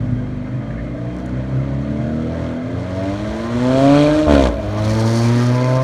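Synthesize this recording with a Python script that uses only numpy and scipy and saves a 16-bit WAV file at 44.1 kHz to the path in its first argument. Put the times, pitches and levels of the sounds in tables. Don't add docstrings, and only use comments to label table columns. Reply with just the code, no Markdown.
import sys
import numpy as np
from scipy import signal
from scipy.fft import rfft, irfft, next_fast_len
from scipy.io import wavfile
from scipy.ndimage import uniform_filter1d

SR = 44100
rng = np.random.default_rng(int(sys.argv[2]) if len(sys.argv) > 2 else 0)


def amplitude_ratio(level_db):
    exponent = np.asarray(level_db, float) / 20
    return 10 ** exponent


def put_to_file(sound):
    columns = np.atleast_2d(sound).T
    safe = np.clip(columns, -1, 1)
    whole_steps = np.round(safe * 32767)
    wavfile.write(sys.argv[1], SR, whole_steps.astype(np.int16))


N = 257103

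# (frequency [Hz], level [dB])
PIPE = [(60, 0.5), (130, 0.5), (200, 0), (295, 7), (340, -4), (420, -3.5), (520, -1), (600, 4), (680, 0.5),
        (760, -23.5), (880, -17), (1040, -17.5), (1300, -26.5), (1900, -35.5)]
# (frequency [Hz], width [Hz], level [dB])
SHELL = [(878, 160, 2), (1057, 140, -3.5), (1173, 56, -3), (1329, 47, -2), (1416, 91, 0), (1590, 34, -1.5),
         (1883, 66, -3), (2077, 110, -2), (2338, 97, -6.5), (3166, 59, -23.5)]
CUT_S = 4.26
BOOST_S = 4.78


def evened(x):
    return x / np.sqrt(np.mean(abs(x) ** 2) + 1e-20)


def read(points, hz):
    f, value = np.transpose(points)
    return np.interp(np.log(hz + 1), np.log(f + 1), value)


def played(rows):
    s, *columns = np.transpose(rows)
    return [np.interp(np.arange(N) / SR, s, column) for column in columns]


def ramp(start, length):
    u = np.clip((np.arange(N) / SR - start) / length, 0, 1)
    return u * u * (3 - 2 * u)


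def bump(s, length, size=1):
    return np.exp(-0.5 * ((np.arange(0, N, size) / SR - s) / length) ** 2)


def coloured(points, gate=1):
    size = next_fast_len(N)
    spectrum = rfft(gate * rng.standard_normal(N), size)
    spectrum *= amplitude_ratio(read(points, np.fft.rfftfreq(size, 1 / SR)))
    return evened(irfft(spectrum, size)[:N])


def drift(hz, count=N):
    rate = 400
    steps = int(N / SR * rate) + 2
    slow = signal.lfilter([1], [1, -np.exp(-2 * np.pi * hz / rate)], rng.standard_normal(steps))
    return evened(np.interp(np.linspace(0, steps - 1, count), np.arange(steps), slow))


def resonate(x, hz, width):
    turn = np.exp(2j * np.pi * np.cumsum(hz) / SR)
    r = np.exp(-np.pi * width / SR)
    return (turn * signal.lfilter([1], np.convolve([1, -r], [1, -r]), x / turn)).real


def air():
    # (time [s], level [dB])
    wind_level = [
        (0, -43),
        (2, -58),
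        (2.9, -39),
        (3.3, -33),
        (4, -31.5),
        (4.6, -30.5),
        (4.9, -28.5),
        (5.2, -38.5),
        (5.83, -56),
    ]
    # (frequency [Hz], level [dB per Hz])
    gust_spectrum = [(18, -43), (33, -13.5), (55, 24), (90, 16.5), (200, 6.5), (400, -37.5)]
    # (frequency [Hz], level [dB per Hz])
    hum_spectrum = [(28, -34), (60, -15.5), (130, -11), (300, 8), (700, -10), (1800, -44), (4000, -65),
                    (9000, -58.5), (15500, -73.5)]
    wind = amplitude_ratio(played(wind_level)[0] + 1.0 * drift(14.0)) * coloured(gust_spectrum)
    return wind + amplitude_ratio(-41.5 + 0.59 * drift(2.4)) * coloured(hum_spectrum)


def far_car():
    # (time [s], speed [firings per s], level [dB])
    far_engine = [
        (0, 116, -22.5),
        (.6, 127, -37),
        (1.05, 125, -28.5),
        (1.3, 125, -28),
        (1.78, 135, -33),
        (1.92, 127, -28.5),
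        (2.5, 119.5, -33.5),
        (2.7, 117, -29.5),
        (4.1, 108, -39),
    ]
    # (time [s], peak level [dB])
    throbs = [
        (.11, -21),
        (.56, -21),
        (1.387, -19),
        (1.57, -18),
        (1.743, -18),
    ]
    hz, db = played(far_engine)
    turns, t = np.cumsum(hz) / SR, np.arange(N) / SR
    level = amplitude_ratio(db + 3.8 * drift(8.7)) * (1 - ramp(4.07, 0.44))
    throb = sum(amplitude_ratio(peak_db) * bump(s, 0.045) for s, peak_db in throbs)
    first = np.maximum(level, throb) * np.cos(2 * np.pi * turns + 0.34 * drift(6.9))
    second = level * amplitude_ratio(-9 - 5.4 * t) * np.cos(4 * np.pi * turns + 0.71 * drift(8.8))
    return np.sqrt(2) * (first + second)


def grit():
    # (time [s], peak level [dB], frequency [Hz])
    ticks = [
        (1.1473, -48, 7100),
        (1.166, -38, 6070),
        (1.1867, -39, 5870),
        (1.194, -45, 6150),
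        (1.2014, -37, 4510),
        (1.259, -39, 6740),
        (1.263, -36.5, 6900),
        (1.2945, -37.5, 4580),
    ]
    out, t = np.zeros(N), np.arange(200) / SR
    for s, db, hz in ticks:
        tick = np.sin(2 * np.pi * hz * t) + 0.52 * np.sin(2 * np.pi * 1.3 * hz * t)
        out[round(s * SR):][:200] += amplitude_ratio(db + 2.3) * tick * np.exp(-t / 0.00035)
    return out


def cut():
    return ramp(CUT_S, 0.019) - ramp(4.55, 0.04)


def tail_turn():
    return ramp(4.537, 0.15)


def ring(hz, width):
    mode = signal.iirpeak(hz, hz / width, SR)
    return evened(signal.lfilter(*mode, signal.lfilter(*mode, rng.standard_normal(N))))


def rattle():
    # (time [s], length [s], level [dB], frequency [Hz])
    buzzes = [
        (0.702, 0.028, -39.5, 1690),
        (0.737, 0.022, -42.5, 1500),
        (0.774, 0.046, -38.5, 1850),
        (1.064, .03, -50, 1890),
    ]
    # (time [s], length [s], level [dB])
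    hums = [
        (3.4, 0.14, -32.5),
        (4.75, .15, -29),
    ]
    out = amplitude_ratio(-66 + 4.3 * drift(3.0)) * ring(3185, 45)
    out += sum(amplitude_ratio(db) * bump(s, length) for s, length, db in hums) * ring(630, 90)
    for s, length, db, hz in buzzes:
        out += amplitude_ratio(db) * (ramp(s, 0.004) - ramp(s + 0.24 * length, length)) * ring(hz, 420)
    return out


def whistle(turbo_db):
    # (start [s], end [s], from [Hz], to [Hz], level against the hiss [dB])
    spools = [
        (2.75, 4.36, 5100, 8600, -18),
        (4.76, 5.65, 4050, 5150, -14),
    ]
    out = 0
    for start, end, from_hz, to_hz, db in spools:
        hz = from_hz + (to_hz - from_hz) * ramp(start, end - start)
        tone = evened(resonate(rng.standard_normal(N), hz, width=330)) * amplitude_ratio(2 * drift(12.0))
        octave = evened(resonate(rng.standard_normal(N), 2 * hz, width=2200))
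        octave *= tail_turn() * amplitude_ratio(-11 + 5.1 * drift(25.0))
        level = amplitude_ratio(turbo_db + db + 4.0 * (1 - ramp(start, 0.9 * (end - start))))
        out = out + level * (ramp(start, 0.08) - ramp(end - 0.1, 0.089)) * (tone + octave)
    return out


def clatter(gate):
    knocks, out = gate * rng.standard_normal(N), 0
    for hz, width, db in SHELL:
        mode = signal.iirpeak(hz, hz / (2.12 * width), SR)
        rung = signal.lfilter(*mode, signal.lfilter(*mode, knocks))
        out = out + amplitude_ratio(db + 2.36 * drift(3.0)) * evened(rung)
    return evened(out)


def uneven(hz):
    def law(start, db, slope):
        return db + slope * np.maximum(hz - start, 0)
    shift = cut()
    half_db, rough_db = law(75.5, -6.5, -0.26), law(112, -12.5, -0.16)
    half_db = half_db + shift * (0 - half_db)
    rough_db = rough_db + shift * (-10.5 - rough_db)
    bright_db = np.minimum(law(56, -6.5, 0.23), 8.0) + 7.5 * shift * (1 - ramp(CUT_S, 0.16))
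    return half_db, rough_db, bright_db, law(60, 6.93, -0.11)


def puffs(turns, half_db, length, spread_db):
    index = turns.astype(int)
    size = amplitude_ratio(spread_db * np.clip(rng.standard_normal(2000), -1.7, 1.7))
    missing = np.clip(2 * amplitude_ratio(half_db) / (1 + amplitude_ratio(half_db)), 0, 1)
    every = size[index] * np.exp(-(turns % 1) / length)
    other = size[index // 2] * np.exp(-(turns % 2) / (2.1 * length))
    return uniform_filter1d((1 - missing) * every + missing * other, size=12)


def pipe_lag():
    log_gain = np.log(amplitude_ratio(np.maximum(read(PIPE, np.arange(1025) * 5.), -50)))
    return -signal.hilbert(np.r_[log_gain, log_gain[-2:0:-1]]).imag[:1025]


def order_levels(hz, orders, low_db, upper_db, bay_db):
    # (frequency [Hz], level [dB])
    boom = [(50, -3.5), (120, -2), (200, -3.5), (240, 4.5), (260, -3), (292, 1.5), (335, -4), (460, -11.5)]
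    # (time [s], order, level [dB])
    fades = [(.55, 1, -5), (.8, 1, 8.5), (1.01, 1, -9), (2.42, 1, 6.5), (2.64, 1, -13), (3.07, 1, 2),
             (3.3, 1, -13), (4.18, 1, -8.5), (.26, 2, -5), (2.62, 2, -2), (.55, 3, -14), (2.38, 3, -7),
             (2.68, 3, 4.5), (2.9, 3, -8), (3.08, 3, 0.5), (3.3, 3, -7), (3.88, 3, -4.5), (1.075, 4, -12.5),
             (5.325, 5, -7.5), (3.863, 5, 3), (0.35, 6, -11), (4.18, 6, 0.5), (4.52, 8, 3.5), (3.9, 8, 6.5),
             (6.3, 9, 12), (6.4, 10, 25), (5.42, 7, 4), (5.72, 8, 10), (.05, 6, -6), (3.017, 7, 7.5)]
    step = slice(None, None, 64)
    half_db, _, bright_db, boom_db = [db[step] for db in uneven(hz)]
    low_db, upper_db, bay_db = low_db[step], upper_db[step], bay_db[step]
    order_hz = orders * hz[step]
    modes = sum(amplitude_ratio(db) / (1 + (2 * (order_hz - f) / width) ** 2) for f, width, db in SHELL[:7])
    tops = amplitude_ratio(read(PIPE, order_hz) + half_db * (orders % 1 > 0) + boom_db * (order_hz < 350))
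    bright = 0.74 * (0.65 + modes) * amplitude_ratio(bright_db + bay_db - upper_db)
    tops *= np.where(order_hz > 770, bright, 1)
    band = (order_hz > 450) & (order_hz < 750)
    smooth = uniform_filter1d((tops ** 2 * band).sum(0), size=100)
    tops *= amplitude_ratio(upper_db - 0.8) / np.sqrt(smooth)
    shift, rear = cut()[step], tail_turn()[step]
    for k in range(6):
        db = low_db + read(boom, order_hz[2 * k]) + 10.5 * rear * (k == 0)
        db += 1.33 * (1 - rear) * drift(3.7, count=len(db)) - 3 * (k > 2)
        below = 1 if k < 3 else np.clip((330 - order_hz[2 * k]) / 50, 0, 1)
        tops[2 * k] += (1 - shift) * below * (amplitude_ratio(db) - tops[2 * k])
    for s, order, db in fades:
        length = 0.068 * (1 + 0.5 * (order > 3.5))
        tops[2 * round(order) - 2] *= amplitude_ratio(db * bump(s, length, size=64))
    return tops, order_hz


def exhaust(hz, turns, low_db, upper_db, bay_db, load):
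    half_db, rough_db, _, boom_db = uneven(hz)
    orders = np.arange(2, 44)[:, None] / 2
    tops, order_hz = order_levels(hz, orders, low_db, upper_db, bay_db)
    lag, near = pipe_lag(), load[::64]
    t, knots = np.arange(0, N, 4), np.arange(0, N, 64)
    out = np.zeros(len(t))
    beat = (2 * np.pi * turns + 0.084 * amplitude_ratio(rough_db) * drift(3.8))[t]
    for k, top, f in zip(orders[:, 0], tops, order_hz):
        scatter = np.pi * rng.uniform(-0.98, 1) * (1 - near)
        phase = np.interp(t, knots, scatter + np.interp(f / 5, np.arange(1025), lag))
        waver_db = 3.5 * (1.15 - near + 0.6 * (f > 770)) * (f > 330)
        top = top * amplitude_ratio(waver_db * drift(4.0, count=len(knots)))
        out += np.interp(t, knots, top) * np.cos(k * beat + phase)
    roar = coloured(PIPE, 0.37 + puffs(turns, half_db, length=0.49, spread_db=8.0))
    roar += (0.72 * amplitude_ratio(boom_db) - 1) * signal.lfilter(*signal.butter(2, 350, fs=SR), roar)
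    roar = signal.lfilter(*signal.butter(2, 6000, fs=SR), roar)
    tones = np.sqrt(2) * signal.resample_poly(out, up=4, down=1)[:N]
    return tones + amplitude_ratio(upper_db + rough_db + 6.5) * roar


def turbo_hiss(gate, turbo_db):
    # (frequency [Hz], level [dB per Hz])
    hiss_spectrum = [(2650, -23), (4500, 0.5), (4860, -4.5), (5370, -1.5), (6510, -3), (7560, -7.5),
                     (8610, -9), (9600, -12), (10400, -20), (13200, -22.5), (15600, -32)]
    rear = tail_turn()
    hiss = coloured(hiss_spectrum, gate)
    hiss += 0.55 * rear * (signal.lfilter(*signal.iirnotch(7780, 3.0, SR), hiss) - hiss)
    dull = signal.lfilter(*signal.butter(1, 7000, fs=SR), hiss)
    hiss -= np.clip(0.5 - 0.35 * rear, 0, 1) * (hiss - dull)
    return amplitude_ratio(turbo_db + 0.2 + 0.88 * drift(11.0) + 2.0 * rear * drift(22.0)) * hiss


def near_car():
    # (time [s], speed [firings per s])
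    revs = [(0, 50), (.41, 49.6), (.66, 54), (.97, 58.7), (1.3, 63), (1.8, 70), (2.37, 83), (2.55, 81.7),
            (3.07, 96.8), (3.54, 119.3), (3.96, 144.5), (4.17, 153.5), (4.25, 153.3), (4.4, 136.4),
            (4.53, 113), (4.65, 102.3), (4.87, 108.2), (5.83, 131)]
    # (time [s], exhaust bark [dB], exhaust boom [dB], engine-bay noise [dB])
    engine = [(0, -39.5, -27, -37.5), (.6, -40.5, -30.5, -38), (.9, -36.5, -31, -37.5),
              (1.3, -37.5, -27.5, -36.5), (2.2, -31.5, -27, -34.5), (2.47, -29, -28, -32),
              (2.6, -32.5, -29.5, -35.5), (3.07, -29.5, -26, -29.5), (3.5, -34, -28, -29),
              (3.72, -17, -17, -24.5), (3.95, -12.5, -13, -21.5), (4.2, -17.5, -16, -24.5),
              (4.56, -33, -32, -35), (4.72, -34, -30, -30), (4.87, -26, -24.5, -26.5),
              (5.39, -28, -22.5, -23.5), (5.6, -22, -24.5, -25.5), (5.83, -18, -23.5, -26.5)]
    # (frequency [Hz], level [dB per Hz])
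    tyres = [(600, 4), (820, -11), (1100, 3), (1400, -11), (1700, -8), (2100, -2), (2400, -13),
             (2750, -14.5), (3300, -60)]
    # (frequency [Hz], level [dB per Hz])
    rasp = [(2000, -24.5), (2700, -2.5), (3000, 1.5), (3250, 4), (3550, -0.5), (4000, 0), (4500, -3.5),
            (4900, -35), (6000, -51)]
    hz, (upper_db, low_db, bay_db) = played(revs)[0], played(engine)
    since, rear = np.arange(N) / SR - CUT_S, tail_turn()
    shift = ramp(CUT_S, 0.061) - ramp(4.46, 0.071)
    upper_db = upper_db + shift * (-8.5 - 45 * since - upper_db)
    bay_db = bay_db + shift * (-18.5 - 16.5 * since - bay_db)
    turns = 0.4064 + np.cumsum(hz) / SR
    load = np.clip((upper_db + 35) / 22, 0, 1)
    out = exhaust(hz, turns, low_db, upper_db, bay_db, load)
    thump = amplitude_ratio(-15.5 - 5.5 * (since / 0.27) ** 2) * cut()
    out += np.sqrt(2) * thump * np.cos(np.pi * turns + 1.2)
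    flow_db = 1.51 * (bay_db + 37)
    rasp_db = -55 + flow_db - 3.5 * ramp(BOOST_S, 0.35)
    rasp_db += 4 * bump(4.0, 0.054)
    boost = ramp(BOOST_S, 0.062) - ramp(5.32 - 0.15, 0.27)
    turbo_db = -59.5 + flow_db + 1.5 * rear + 5.5 * boost
    turbo_db += -5 * shift * (1 - ramp(CUT_S, 0.11))
    out += whistle(turbo_db) + rattle()
    half_db = uneven(hz)[0]

    def gate(depth, length, spread_db):
        flow = 0.48 + depth * load * (1 + 1.3 * shift) * puffs(turns, half_db, length, spread_db)
        return flow / np.sqrt(uniform_filter1d(flow ** 2, size=3000))

    out += amplitude_ratio(bay_db - 7) * clatter(gate(0.59, 0.4, 4.8))
    out += amplitude_ratio(bay_db - 5.5 - 6.8 * load + 0.59 * drift(6.5)) * coloured(tyres, gate(0.52, 0.38, 2.0))
    out += amplitude_ratio(rasp_db - 1.65 + 0.27 * drift(11.0)) * coloured(rasp, gate(4.8, 0.34, 2.0))
    tip = resonate(gate(4.9, 0.17, 3.5) * rng.standard_normal(N), np.full(N, 2400.), width=330)
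    out += load * amplitude_ratio(rasp_db - 4.5) * evened(tip)
    return out + turbo_hiss(gate(1.5, 0.32, 1.8), turbo_db)


def scene():
    # (delay [s], level [dB])
    wall = [
        (.004, 0.5),
        (0.032, -3.5),
        (.12, -16.5),
        (.19, 0),
    ]
    car = -near_car()
    echoes = sum(amplitude_ratio(db - 19.0) * np.r_[np.zeros(round(s * SR)), car][:N] for s, db in wall)
    return (car + echoes + far_car() + grit() + air())[None]


def band_limit(x):
    return signal.sosfilt(signal.butter(12, 15710, fs=SR, output="sos"), x)


def record(dry):
    knee = 1.02
    settling = np.minimum(np.arange(N) / (0.006 * SR), 1)
    dry = signal.lfilter(*signal.butter(2, 30, 'high', fs=SR), dry)
    limited = knee * np.tanh(settling * dry / knee)
    dull = signal.lfilter(*signal.butter(2, 14500, fs=SR), limited)
    return band_limit(dull)


dry = scene()
out = record(dry)
put_to_file(out)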